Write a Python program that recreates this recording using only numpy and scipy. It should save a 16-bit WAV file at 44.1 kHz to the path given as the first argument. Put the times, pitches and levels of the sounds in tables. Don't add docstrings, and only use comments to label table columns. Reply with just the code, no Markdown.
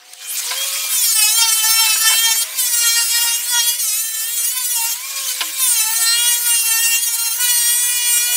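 import sys
import numpy as np
from scipy import signal
from scipy.io import wavfile
from scipy.ndimage import uniform_filter1d

SR = 44100
rng = np.random.default_rng(int(sys.argv[2]) if len(sys.argv) > 2 else 0)


def master(y):
    cut = np.clip(np.atleast_2d(y).T, -1, 1)
    pcm = np.round(cut * 32767)
    wavfile.write(sys.argv[1], SR, pcm.astype(np.int16))


N = 368676
TIME = np.arange(N) / SR

# t/s, low level/dB, middle level/dB, high level/dB
HISS_LEVELS = [(0, -76.5, -88, -98), (.175, -76.5, -79.5, -89), (.36, -66, -68.5, -70),
               (.444, -63, -62.5, -71), (.75, -63.5, -62, -67), (1, -68, -68, -69), (1.2, -71, -70, -67),
               (1.5, -66.5, -70, -71.5), (2, -65, -70, -74), (2.15, -65, -68, -71), (2.4, -66, -70, -75),
               (2.7, -68, -70, -71), (3.4, -67.5, -71, -76), (3.82, -72, -72, -71), (4.1, -73, -75, -78),
               (4.8, -72, -73, -71), (5.0, -70, -70, -74), (5.15, -67, -66, -73), (5.28, -67.5, -63.5, -68),
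               (5.5, -66.5, -66, -70), (5.7, -67, -67, -68), (6.15, -67, -72, -70), (6.8, -71, -74, -75),
               (7.25, -71, -73, -75), (7.5, -68.5, -72, -70), (8.36, -68.5, -72, -74)]
HISS_ANCHORS_HZ = (1800, 5500, 10500)
# f/Hz, level/dB
HISS_COLOUR_DB = [(150, -28), (260, -23.5), (400, -22.5), (700, -13.5), (1200, -9), (2000, -4), (3200, -1),
                  (5000, 0), (8800, 4), (12000, 0), (15800, -0.5)]
# t/s, f/Hz, level/dB
COASTING_MACHINE = [(1.1, 724, -67), (1.5, 686, -56.5), (3.3, 593.5, -56), (4.5, 575.8, -65),
                    (6.0, 520, -63), (6.4, 518.5, -55), (6.6, 471.6, -75)]
# middle t/s, length/s, f/Hz, level/dB
FAINT_TONES = [(0.198, 0.61, 430, -79), (.2, .55, 511, -61.5), (0.222, 0.62, 730, -56.5),
               (0.33, 0.25, 2420, -42), (0.3, 0.23, 3120, -40), (0.802, 0.31, 1270, -43),
               (1.34, 0.11, 714, -46), (1.672, .1, 713, -47), (2.095, 0.14, 730, -49),
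               (5.46, 0.11, 317, -48), (6.002, 0.045, 722, -39.5), (8.312, 0.093, 728, -44)]
# t/s, level/dB
RUMBLE_LEVEL = [(0.0, -89), (0.09, -104), (0.92, -64.5), (1.11, -74), (1.27, -57), (1.31, -70), (2.29, -66),
                (2.36, -94), (2.96, -64), (3.05, -94), (3.23, -64), (3.44, -100), (3.58, -61), (3.63, -78),
                (5.39, -97), (5.55, -71), (6.06, -68), (6.15, -80), (6.59, -68), (6.91, -101), (7.61, -84),
                (8.07, -94), (8.14, -73), (8.3, -95)]
# t/s, relative level/dB, centre f/Hz, width f/Hz, hold/s, t60/s
CLICK_BURSTS = [(.107, -37, 13000, 4000, .004, .02), (.134, -19.5, 7500, 8000, .003, .012),
                (.194, -32, 11000, 6000, .002, .02), (.37, -12, 7200, 4000, .032, .03),
                (.508, -13, 3500, 3000, .006, .05), (1.85, -14.5, 3500, 4000, .02, .04),
                (5.407, -9, 2900, 2400, .011, .04)]
# t/s, f/Hz
LOADED_SPEED = [(.6, 560), (.75, 548.6), (.86, 544), (.928, 533), (.99, 506), (1.07, 458.5), (1.24, 422),
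                (1.3, 432), (1.394, 466.4), (1.51, 438.6), (1.58, 443), (1.626, 434), (1.7, 447),
                (1.81, 451.2), (1.968, 430), (2.015, 442.3), (2.108, 441.7), (2.24, 459.8), (2.33, 447),
                (2.432, 461.4), (2.482, 509), (2.555, 541), (2.62, 501), (2.72, 479), (2.896, 463.5),
                (2.98, 466.7), (3.07, 462.3), (3.115, 469.5), (3.273, 471), (3.31, 464), (3.42, 475),
                (3.445, 468), (3.502, 490), (3.614, 464.3), (3.667, 477.4), (3.734, 478), (3.784, 495),
                (3.864, 434.6), (3.914, 418.5), (3.99, 440), (4.058, 448), (4.22, 441.6), (4.33, 476.6),
                (4.447, 462.5), (4.525, 504.3), (4.6, 507), (4.649, 485), (4.722, 489), (4.794, 455.6),
                (4.896, 468), (4.925, 454), (5.049, 540.5), (5.118, 546), (5.24, 542), (5.318, 497),
                (5.4, 533), (5.507, 536), (5.602, 530.3), (5.8, 440), (5.884, 441.5), (6, 460.6),
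                (6.039, 452), (6.2, 475), (6.293, 480.5), (6.38, 473.3), (6.448, 479.5), (6.632, 458),
                (6.68, 458), (6.71, 449.5), (6.85, 462.5), (6.967, 461.4), (7.044, 474), (7.14, 459),
                (7.229, 465), (7.318, 454.4), (7.415, 493.5), (7.63, 473), (7.82, 485.5), (7.934, 486),
                (8.16, 477.3), (8.36, 487.5)]
# t/s, level/dB
START_RUSH = [(.17, -67), (.22, -34), (.27, -29.5), (.31, -18.5), (.36, -25), (.39, -50)]

# touch t/s, lift t/s, order 2 level/dB, low orders level/dB, middle orders level/dB, high orders level/dB
PAD_PASSES = [(.885, 2.431, -3.5, -4.5, .4, 2.4), (2.561, 3.76, -2, -3, 1, 1),
              (3.765, 4.939, -12.5, -9, -3.5, 0.5), (5.138, 5.2, 0.5, -8, -6, -10),
              (5.255, 5.317, 0, 0, -5, -3), (5.57, 6.99, -1, -3, 0, 3), (6.995, 7.37, -3, -7, -2.5, 1),
              (7.375, 8.401, 1.5, 0, 2, 3)]
# order 2, low, middle, high level/dB
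FREE_LEVELS_DB = (-2.5, -15, -21.5, -15)
# middle t/s, length/s, change of order 2 level/dB, of low level/dB, of middle level/dB, of high level/dB
PAD_STROKES = [(.93, .08, 0, 0, -5, -2), (1.02, .1, 0, -3, 2, -1), (1.257, .14, 11, 6, 4, 1),
               (1.441, .13, 18.5, 15, 6, -4), (1.645, 0.14, 13, 9.5, 4, 1), (1.829, 0.19, 19.5, 12.5, 3, 2),
               (1.99, .06, -5, -2, -4, 0), (2.08, 0.14, 13.5, 17, 3, 1), (2.284, 0.14, 18, 12, 3, -1),
               (2.88, 0.17, 5, 12.5, 4, 0), (2.991, 0.082, 9.5, 10, 2, 1), (3.08, .06, -4, -8, -3, -2),
               (3.161, 0.09, 7.5, 14, 3, 1), (3.28, 0.12, 13, 6, 3, 0), (3.43, .1, -5, -8, -9, -6),
               (3.569, 0.095, 20.5, 10, 5, -6), (3.69, 0.058, 8, 2, 3, 2), (3.76, .06, -5, -6, -4, -7),
               (4.13, .1, -5, -2, -4, -2), (4.28, .1, 0, 3, -4, -3), (4.59, 0.085, 23, 2, -1, -4),
               (4.829, 0.21, 24, 3, 0, -1), (5.15, 0.15, 6, 5, 0, 0), (5.64, .14, 10, 2, 0, 0),
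               (5.89, 0.1, 11, 3, -4, -1), (6.14, 0.22, 1, 11.5, 3, -6), (6.3, .1, 8.5, 8, 4, 3),
               (6.41, .06, 0, -2, -5, 0), (6.501, 0.11, 11.5, 7.5, 0, 0), (6.63, .06, -4, -4, -3, -2),
               (6.741, 0.19, 4, 7, -1, 2), (7.252, .12, 5, 5, 1, -1), (7.35, .06, -8, -2, -3, -3),
               (7.472, 0.15, 4.5, 8, 0, 2), (7.79, .1, 0, -6, 0, -1), (8.03, .08, 0, -2, -1, -6)]
BUZZ_ANCHOR_ORDERS = (4, 12, 23)
ORDER_LEVELS_DB = [-40, -38, -38, -33, -31.5, -37.5, -32.5, -34.5, -35, -31, -32.5, -30.5, -33.5, -31,
                   -32.5, -32, -29.5, -29.5, -35, -34, -34, -36.5, -33.5, -34.5, -42, -35, -35, -46, -39,
                   -33.5, -38, -34.5, -43]
# t/s, level/dB
ROTOR_IMBALANCE = [(.47, -48), (.68, -42), (1.1, -68), (1.34, -54.5), (2.13, -54.5), (2.77, -62),
                   (4.2, -68.5), (4.39, -56.5), (4.87, -77), (5.19, -48.5), (5.86, -65), (6.29, -55.5),
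                   (7.04, -62.5), (8.36, -53)]
# middle t/s, shaft order, length/s, rise level/dB
SINGING_ORDERS = [(0.612, 6, 0.16, 24), (0.8, 6, 0.24, 17), (1.1, 15, 0.11, 9), (1.23, 6, 0.17, 8),
                  (1.407, 21, 0.062, 14), (1.757, 5, 0.21, 5.5), (1.76, 12, 0.27, 9), (1.91, 6, .15, 8.5),
                  (2.001, 13, 0.35, 7), (2.212, 7, 0.17, 10.5), (3.058, 21, 0.29, 9), (3.138, 11, 0.37, 7),
                  (3.658, 7, 0.22, 6.5), (4.138, 4, 0.4, 10), (4.591, 7, 0.08, 7), (4.812, 6, 0.21, 7),
                  (5.699, 18, 0.11, 14), (5.986, 4, 0.41, 6), (6.079, 17, 0.2, 9.5), (6.104, 9, 0.16, 10.5),
                  (6.146, 18, 0.45, 9), (6.154, 19, 0.26, 4), (6.23, 7, .2, 6), (6.543, 19, 0.23, 9.5),
                  (6.603, 6, 0.28, 9), (6.85, 17, 0.45, 6), (6.913, 6, 0.24, 14), (6.851, 4, 0.36, 9.5),
                  (7.665, 18, 0.46, 10), (7.753, 4, 0.44, 8), (8.045, 5, 1, 9), (8.109, 18, 0.21, 11.5),
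                  (8.128, 4, 0.61, 3)]
# t/s, share (1 = usual)
PAD_CHATTER = [(.9, 1.5), (1.45, 1.3), (1.7, .9), (2.4, 1.1), (2.62, 1.4), (2.8, .8), (3.3, .8), (3.5, 1.2),
               (4.1, .8), (4.9, 1.3), (5.6, 1.1), (5.9, 1.3), (6.1, .6), (6.3, .6), (6.7, 1.2),
               (7.35, 1.15), (7.5, .7), (8.36, .6)]
# a crest t/s, period/s, middle t/s, half length/s
PAD_BOUNCE = (7.172, .06, 7.14, .09)
GEAR_HARMONICS_DB = [-5.5, -12, -12, -26, -8]
# t/s, relative level/dB, rattle hold/s, rattle decay/s
CLANK_BLOWS = [(.508, -12.5, .008, .03), (.929, -25, .003, .008), (1.87, -22, .004, .008),
               (1.955, -18, .004, .008), (2.097, -15, .02, .015), (2.134, -16, .01, .012),
               (5.4065, -12, .011, .012), (7.385, -24, .005, .01)]
# f/Hz, relative level/dB, t60/s
PART_MODES = [(720, -16, .08), (1030, -7, .06), (1620, -2, .02), (2200, 0, .012), (2900, -2, .01),
              (3900, -5, .008), (4700, -4, .01)]

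SWITCH_S, SPIN_UP_S = .1, .27
INERTIA_S = .03
TOUCH_S, LIFT_S = .028, .022
SECOND_DB = -43.5
SHIFTS_PER_S, SHIFT_DB, SHIFT_TURNS, SHIFT_HZ = 20, 2.1, .17, .8
GEAR_ORDER = 4.41
GEAR_DB, GEAR_FREE_HZ, GEAR_DB_PER_HZ = -31, 555, .18
MOTOR_STEP_S = 1 / 400
EDGE_HZ = 15730


def gain_of(db):
    return 10 ** (np.asarray(db) / 20)


def evened(x):
    return x / np.sqrt(np.mean(x ** 2, -1, keepdims=True) + 1e-20)


def follow(rows, t):
    s, *columns = np.transpose(rows)
    return np.array([np.interp(t, s, c) for c in columns])


def across(anchors, curves, where):
    weights = [np.interp(np.log(where), np.log(anchors), one) for one in np.eye(len(anchors))]
    return np.transpose(weights) @ curves


def drift(shape, seconds, step):
    size = max(round(seconds / step), 1)
    once = uniform_filter1d(rng.standard_normal(shape), size)
    return evened(uniform_filter1d(once, size))


def resonate(x, hz, width):
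    turn = np.exp(2j * np.pi * np.cumsum(hz * np.ones(len(x))) / SR)
    r = np.exp(-np.pi * width / SR)
    return 2 * (turn * signal.lfilter([1 - r], [1, -r], x / turn)).real


def thin(x, hz):
    return signal.sosfilt(signal.butter(2, hz, "high", fs=SR, output="sos"), x)


def add(mix, s, sound):
    part = mix[round(s * SR):][:len(sound)]
    part += sound[:len(part)]


def tone(turns, height):
    return np.sqrt(2) * height * np.cos(2 * np.pi * turns)


def hiss():
    size, hop = 512, 128
    frames = N // hop + 5
    hz = np.fft.rfftfreq(size, 1 / SR) + 1
    a, b, patches = rng.standard_normal((frames, len(hz), 3)).T
    spectra = a + 1j * b
    patches = evened(uniform_filter1d(uniform_filter1d(patches, 8, 0), 10, 1))
    t = np.arange(frames) * hop / SR
    colour_hz, colour_db = np.transpose(HISS_COLOUR_DB)
    field_db = across(HISS_ANCHORS_HZ, follow(HISS_LEVELS, t), hz)
    field_db += np.interp(np.log(hz), np.log(colour_hz), colour_db)[:, None]
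    field_db += 2.8 * patches + drift(frames, .0068, hop / SR)
    white = signal.istft(spectra, nperseg=size, noverlap=size - hop)[1]
    shaped = signal.istft(spectra * gain_of(field_db), nperseg=size, noverlap=size - hop)[1]
    return shaped[:N] * np.sqrt(SR / 2) / white.std()


def coasting_machine():
    hz, db = follow(COASTING_MACHINE, TIME)
    return gain_of(db) * evened(resonate(rng.standard_normal(N), hz, 3.0))


def rumble():
    low = signal.sosfilt(signal.butter(2, 220, fs=SR, output="sos"), rng.standard_normal(N))
    return evened(low) * gain_of(follow(RUMBLE_LEVEL, TIME)[0] + 5.5 * drift(N, .02, 1 / SR))


def faint_tones():
    out = np.zeros(N)
    for s, length, hz, db in FAINT_TONES:
        t = TIME[:round(2 * length * SR)] - length
        swell = np.exp(-(t / (.5 * length)) ** 4)
        hoot = gain_of(db) * swell * tone(hz * t + .2 * drift(len(t), 30 / hz, 1 / SR), 1)
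        before_start = max(round((length - s) * SR), 0)
        add(out, max(s - length, 0), hoot[before_start:])
    return out


def clicks():
    out, t = np.zeros(N), TIME[:SR // 8]
    for s, db, centre_hz, width_hz, hold, t60 in CLICK_BURSTS:
        noise = rng.standard_normal(len(t))
        for _ in range(2):
            noise = resonate(noise, centre_hz, width_hz)
        noise = evened(thin(noise, 2500))
        level_db = db - 9 - 60 * np.maximum(t - hold, 0) / t60
        add(out, s, noise * gain_of(level_db) * np.minimum(t / .0005, 1))
    return out


def shaft():
    loaded_hz = uniform_filter1d(follow(LOADED_SPEED, TIME)[0], round(INERTIA_S * SR))
    since_switch = np.maximum(TIME - SWITCH_S, 0)
    return loaded_hz * (1 - np.exp(-(since_switch / SPIN_UP_S) ** 2))


def whoosh(hz):
    size = SR // 2
    centre = np.minimum(41.6 * hz[:size], SR / 2.2)
    rush = resonate(resonate(rng.standard_normal(size), centre, 2500), centre, 2500)
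    return np.pad(evened(rush) * gain_of(follow(START_RUSH, TIME[:size])[0]), (0, N - size))


def buzz(t):
    db = np.outer(FREE_LEVELS_DB, np.ones(len(t)))
    for touch, lift, *on_db in PAD_PASSES:
        contact = np.clip(np.minimum((t - touch) / TOUCH_S, 1 + (lift - t) / LIFT_S), 0, 1)
        db += np.outer(np.subtract(on_db, FREE_LEVELS_DB), contact)
    for s, length, *change_db in PAD_STROKES:
        db += np.outer(change_db, np.exp(-((t - s) / (.54 * length)) ** 2))
    return db


def order_fading(t, shape, chatter, grip):
    fading_db = 3.1 * chatter * drift(shape, .018, MOTOR_STEP_S) + 1.73 * drift(shape, .072, MOTOR_STEP_S)
    fading_db += SHIFT_DB * uniform_filter1d(rng.standard_normal(shape)[:, grip], size=3)
    fading_db = np.minimum(fading_db, 7.0 * np.tanh(fading_db / 2.6)) - .7
    for s, order, length, rise_db in SINGING_ORDERS:
        hold = np.exp(-((t - s) / (.39 * length)) ** 4)
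        row = round(order) - 1
        fading_db[row] += hold * (rise_db - .87 * fading_db[row])
    return fading_db


def gear_whine(t, hz, turns):
    out = np.zeros(N)
    gear_db = GEAR_DB + GEAR_DB_PER_HZ * (np.interp(t, TIME, hz) - GEAR_FREE_HZ)
    gear_db += np.interp(t, [.4, .5], [-40, 0])
    for k, db in enumerate(GEAR_HARMONICS_DB, 1):
        height = gain_of(gear_db + db + 3 * drift(len(t), .03, MOTOR_STEP_S))
        out += tone(k * GEAR_ORDER * turns, np.interp(TIME, t, height))
    return out


def motor(hz):
    t = np.arange(0, N / SR + MOTOR_STEP_S, MOTOR_STEP_S)
    orders = np.arange(1, len(ORDER_LEVELS_DB) + 3)
    shape = (len(orders), len(t))
    chatter = follow(PAD_CHATTER, t)[0]
    grip = np.cumsum(rng.random(len(t)) < SHIFTS_PER_S * MOTOR_STEP_S)
    fading_db = order_fading(t, shape, chatter, grip)

    second_db, *rest_db = buzz(t)
    loaded_db = np.array(ORDER_LEVELS_DB)[:, None] + fading_db[2:]
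    loaded_db += across(BUZZ_ANCHOR_ORDERS, np.array(rest_db), orders[2:])
    loaded_db += 1.1 * chatter * drift(len(t), .015, MOTOR_STEP_S)
    rotor_db = follow(ROTOR_IMBALANCE, t) + .48 * fading_db[0]
    level_db = np.vstack([rotor_db, SECOND_DB + second_db + .66 * fading_db[1], loaded_db])
    level_db += np.interp(t, [.38, .47], [-50, 0])

    crest, period, middle, half = PAD_BOUNCE
    hop = np.cos(2 * np.pi * (t - crest) / period) * np.exp(-((t - middle) / half) ** 4)
    level_db[1:] -= 1.9 * hop

    wobble_hz = 1.05 * chatter * drift(len(t), .02, MOTOR_STEP_S) + 3.2 * hop
    wobble_hz += SHIFT_HZ * chatter * uniform_filter1d(rng.standard_normal(len(t))[grip], size=3)
    turns = np.cumsum(hz + np.interp(TIME, t, wobble_hz)) / SR

    lags = rng.random((len(orders), 1)) + .063 * drift(shape, .031, MOTOR_STEP_S)
    shifts = uniform_filter1d(rng.standard_normal(shape)[:, grip], size=2)
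    lags += SHIFT_TURNS * np.sqrt(orders / len(orders))[:, None] * shifts

    out = np.zeros(N)
    for k, height, lag in zip(orders, gain_of(level_db), lags):
        sine = tone(k * turns + np.interp(TIME, t, lag), np.interp(TIME, t, height))
        out += sine * (k * hz < SR / 2.1)
    return out + gear_whine(t, hz, turns)


def clanks():
    out, t = np.zeros(N), TIME[:SR // 2]
    ring = sum(gain_of(db - 60 * t / t60) * np.sin(2 * np.pi * hz * t) for hz, db, t60 in PART_MODES)
    for s, db, hold, decay in CLANK_BLOWS:
        knocks = rng.standard_normal(6000) * np.exp(-np.maximum(t[:6000] - hold, 0) / decay)
        sound = thin(signal.fftconvolve(knocks, ring), 900)
        onset_rms = np.sqrt(np.mean(sound[:600] ** 2))
        add(out, s, gain_of(db) * sound / onset_rms / 3)
    return out


def scene():
    hz = shaft()
    polisher = motor(hz) + hiss() + whoosh(hz)
    air = polisher + clicks() + clanks() + coasting_machine() + faint_tones()
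    mono = signal.sosfilt(signal.butter(6, 270, "high", fs=SR, output="sos"), air) + rumble()
    return np.array([mono, mono])


def record(dry):
    knee, room = .6, .35
    over = np.sign(dry) * (knee + room * np.tanh((abs(dry) - knee) / room))
    rounded = np.where(abs(dry) > knee, over, dry)
    low_pass = signal.firwin(1023, EDGE_HZ, window=("kaiser", 10), fs=SR)
    return signal.oaconvolve(rounded, low_pass[None], "same")


dry = scene()
out = record(dry)
master(out)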